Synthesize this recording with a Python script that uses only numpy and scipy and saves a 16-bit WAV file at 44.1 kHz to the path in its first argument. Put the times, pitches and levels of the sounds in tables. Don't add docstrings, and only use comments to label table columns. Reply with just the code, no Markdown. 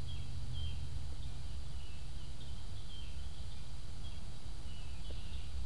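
import sys
import numpy as np
from scipy import signal
from scipy.fft import rfft
from scipy.io import wavfile

SR = 44100
rng = np.random.default_rng(int(sys.argv[2]) if len(sys.argv) > 2 else 0)


def to_wav(sig):
    pcm = np.clip(np.atleast_2d(sig), -1, 1) * 32767
    pcm = np.round(pcm).astype(np.int16)
    wavfile.write(sys.argv[1], SR, pcm.T)


N = 249406
TIME = np.arange(N) / SR
SCOOP_HZ, SETTLE_S = 50, 0.01318


def birds(swell=0.35, rasp_hz=360, flutter_db=1.5, throat_width_hz=330, fade_db=3.5):
    out = np.zeros(N)
    shake = drift(340)
    flutter = from_db(flutter_db * drift(54))
    notes = songs() + chips() + peeps() + slurs() + buzzes()
    for start, length, hz, scoop, fall, level_db, rasp in notes:
        span = np.flatnonzero((TIME >= start) & (TIME < start + length))
        t = TIME[span] - start
        downhill = .5 - t / length
        slide = scoop * np.exp(-t / SETTLE_S) + fall * downhill
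        pitch = hz + slide + rasp * rasp_hz * shake[span]
        tone = np.sqrt(2) * np.sin(2 * np.pi * np.cumsum(pitch) / SR)
        arch = np.abs(np.sin(np.pi * t / length)) ** swell
        throat = 1 / np.hypot(1, slide / throat_width_hz)
        out[span] += from_db(level_db + fade_db * downhill) * arch * throat * tone
    return out * flutter


# delay in seconds, length in seconds, pitch as a multiple of
# the song's pitch, fall in Hz, dB added to the song's level, rasp from 0 to 1.
TUMBLE_NOTES = [(0, 0.054, 0.99, 40.3, -1, .15), (0.07, 0.033, .822, 140, -9.5, .2),
                (.097, 0.03, .68, 150, -18, 0.15)]
WHISTLE_NOTES = [(0, .12, 1, 0, 0, .1), (.11, .1, .87, 242, -8.5, 0.47)]
TWO_STEP_NOTES = [(0, .18, 0.99, 10, -2.5, .08), (.058, 0.052, .915, 60, -4.5, .3),
                  (.148, .09, .89, 82, -3, .1)]
# start in seconds, pitch in Hz, level in dB.
TUMBLE_CALLS = [(.082, 3268, -53), (4.038, 3312, -56)]
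WHISTLE_CALLS = [(.534, 3168, -54), (2.89, 3150, -55.5)]
TWO_STEP_CALLS = [(1.728, 2966, -62.5), (4.648, 2970, -61.5)]


def songs():
    tunes = [(TUMBLE_CALLS, TUMBLE_NOTES, SCOOP_HZ),
             (WHISTLE_CALLS, WHISTLE_NOTES, 396),
             (TWO_STEP_CALLS, TWO_STEP_NOTES, SCOOP_HZ)]
    return [(start + delay, length, hz * ratio, scoop_hz, fall, db + note_db, rasp)
            for calls, notes, scoop_hz in tunes
            for start, hz, db in calls
            for delay, length, ratio, fall, note_db, rasp in notes]


# start in seconds, pitch in Hz, level in dB, level of the low note in dB.
CHIP_CALLS = [(1.219, 3590, -59, -68.5), (2.405, 3595, -56.5, -77), (3.511, 3540, -61, -68),
              (5.33, 3600, -59.5, -73)]


def chips(length_s=.025, fall_hz=260, rasp=.18, low_delay_s=0.04448, low_length_s=.042, low_hz=2410):
    notes = []
    for start, hz, db, low_db in CHIP_CALLS:
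        notes += [(start, length_s, hz, SCOOP_HZ, fall_hz, db, rasp),
                  (start, length_s, hz * .9, SCOOP_HZ, 0, db - 3.5, rasp),
                  (start + low_delay_s, low_length_s, low_hz, 0, 0, low_db, 0)]
    return notes


# start in seconds, length in seconds, pitch in Hz, level in dB.
PEEP_CALLS = [(1.653, .02, 3450, -65.5), (2.482, .025, 3070, -61), (2.577, 0.022, 3180, -61.5),
              (3.181, .033, 3060, -65), (3.224, .06, 3285, -64.5), (4.946, 0.034, 2420, -69.5),
              (5.042, 0.046, 3337, -59.5), (5.046, .05, 3006, -59.5)]


def peeps(fall_hz=20, rasp=.08):
    return [(start, length, hz, SCOOP_HZ, fall_hz, db, rasp) for start, length, hz, db in PEEP_CALLS]


# start in seconds, pitch in Hz, level in dB.
SLUR_CALLS = [(1.462, 2930, -67), (2.174, 3014, -62.5)]


def slurs(length_s=.08, fall_hz=450, rasp=.12):
    return [(start, length_s, hz, SCOOP_HZ, fall_hz, db, rasp) for start, hz, db in SLUR_CALLS]


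# start in seconds, length in seconds, pitch in Hz, level in dB, rasp from 0 to 1.
BUZZ_CALLS = [(2.753, 0.058, 3350, -61.5, 0.54), (3.334, .076, 3280, -64.5, 0.53),
              (5.051, .34, 3620, -67.5, 0.95), (5.089, .29, 2810, -66, 0.39),
              (5.37, 0.097, 2814, -64, 0.66)]


def buzzes(fall_hz_per_s=396):
    return [(start, length, hz, SCOOP_HZ, fall_hz_per_s * length, db, rasp)
            for start, length, hz, db, rasp in BUZZ_CALLS]


# delay in seconds, level in dB.
WALL_ECHOES = [(.026, -9), (.058, -9), (.114, -12)]


def outdoors(sound, tail_s=.8, tail_db=-3.3, build_s=0.0093):
    t = TIME[:SR]
    tail = rng.standard_normal(SR) * from_db(-60 * t / tail_s) * (1 - np.exp(-t / build_s))
    scattered = signal.fftconvolve(sound, tail / np.linalg.norm(tail))[:N]
    echoes = sum(from_db(db) * np.interp(TIME - delay, TIME, sound, left=0) for delay, db in WALL_ECHOES)
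    return sound + echoes + from_db(tail_db) * scattered


# time in seconds, pitch in Hz, level in dB.
DEEP_ENGINE = [(0, 80.54, -51.5), (.7, 76.2, -46.5), (1.2, 70.77, -50), (1.8, 68, -53), (3.0, 67.5, -51.5),
               (4.2, 66.23, -57.5), (4.9, 65.94, -56), (5.2, 65.4, -46.5), (5.66, 66.8, -46)]
FALLING_ENGINE = [(0, 129, -49), (.4, 124.4, -49), (.85, 116.8, -54)]
UPPER_ENGINE = [(.8, 126.1, -52.5), (1.2, 130, -55), (1.8, 134.6, -56.5), (2.4, 134, -62.5),
                (3.0, 138.2, -70.5), (3.7, 136, -61.5)]


def engine(rows, octave_db, waver_db=1.5, fade_s=0.15):
    times, hz, level_db = np.transpose(rows)
    phase = 2 * np.pi * (np.cumsum(np.interp(TIME, times, hz)) / SR + rng.random())
    level = from_db(np.interp(TIME, times, level_db) + waver_db * drift(2.1))
    outside_s = np.abs(TIME - np.clip(TIME, times[0], times[-1]))
    level *= np.exp(-outside_s / fade_s)
    return level * np.sqrt(2) * (np.sin(phase) + from_db(octave_db) * np.sin(2 * phase))


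# start in seconds, relative level in dB.
TABLE_TAPS = [(1.124, -44), (5.102, -44), (5.107, -36)]
# pitch in Hz, relative level in dB, seconds to fade by 60 dB.
TABLE_TONES = [(320, -4.5, 0.081), (484, 3, 0.036), (1550, -14, .015)]


def knocks(gain_db=-6.0):
    taps, t = np.zeros(N), TIME[:SR // 4]
    for start, db in TABLE_TAPS:
        taps[round(start * SR)] = from_db(db + gain_db)
    ring = sum(from_db(db - 60 * t / ring_s) * np.sin(2 * np.pi * hz * t)
               for hz, db, ring_s in TABLE_TONES)
    return signal.fftconvolve(taps, ring)[:N]


# frequency in Hz, relative level in dB.
RUMBLE_SHAPE = [(12, -4.5), (28, 2), (55, -0.5), (97, -5), (125, -9), (165, -13.5), (230, -21.5),
                (330, -25.5), (560, -30.5), (820, -28), (1050, -34.5), (1450, -33), (1750, -43),
                (5000, -71)]
# time in seconds, level in dB.
RUMBLE_LEVELS = [(0, -46), (1.2, -46), (2.2, -46.5), (3.6, -46.5), (4.6, -45.5), (5.66, -46)]


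def rumble(surge_db=0.3):
    points_hz, shape_db = np.transpose(RUMBLE_SHAPE)
    deep_noise = noise(lambda hz: from_db(np.interp(np.log(hz), np.log(points_hz), shape_db)))
    level_db = np.interp(TIME, *np.transpose(RUMBLE_LEVELS)) + surge_db * drift(1.8)
    return from_db(level_db) * deep_noise


# centre in Hz, width in Hz, relative level in dB.
THIN_HISS_BANDS = [(2830, 1600, -3.5), (3190, 420, 3), (3978, 430, 5), (4550, 490, 2.5), (4704, 320, 3.5)]


def hiss(level_db=-63, shimmer_db=.5):
    def gain_at(hz):
        return np.sqrt(sum(from_db(db) ** 2 * .5 ** ((2 * (hz - centre) / width) ** 2)
                           for centre, width, db in THIN_HISS_BANDS))
    return noise(gain_at) * from_db(level_db + shimmer_db * drift(23))


# pitch in Hz, relative level in dB.
WHINE_TONES = [(1200, -78.5), (5600, -76), (6701, -92), (7400, -80)]


def whines(gain_db=-6.0):
    return sum(from_db(db + gain_db) * np.sqrt(2) * np.sin(2 * np.pi * hz * TIME)
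               for hz, db in WHINE_TONES)


def from_db(db):
    return 10 ** (np.asarray(db) / 20)


def noise(gain_at, size=2 ** 19):
    hz = np.maximum(np.fft.rfftfreq(size // 2, 1 / SR), 1)
    shaped = np.fft.irfft(rfft(rng.standard_normal(size // 2)) * gain_at(hz))[:N]
    return shaped / np.sqrt(np.mean(shaped ** 2) + 1e-20)


def drift(rate):
    return noise(lambda hz: 1 / (1 + (hz / rate) ** 2))


def scene():
    birdsong = outdoors(birds())
    engines = engine(DEEP_ENGINE, octave_db=-41.0)
    engines += engine(FALLING_ENGINE, octave_db=-17)
    engines += engine(UPPER_ENGINE, octave_db=-18.5)
    return (birdsong + engines + knocks() + rumble() + hiss() + whines())[None]


def record(dry, noise_db=-64.5, rolloff_hz=10300, cutoff_hz=12000, offset=0.019):
    mic_hiss = from_db(noise_db) * noise(lambda hz: 1 / np.sqrt(1 + (hz / rolloff_hz) ** 32))
    treble_cut = signal.ellip(10, .1, 80, cutoff_hz, fs=SR, output="sos")
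    return signal.sosfilt(treble_cut, dry + mic_hiss) + offset


dry = scene()
out = record(dry)
to_wav(out)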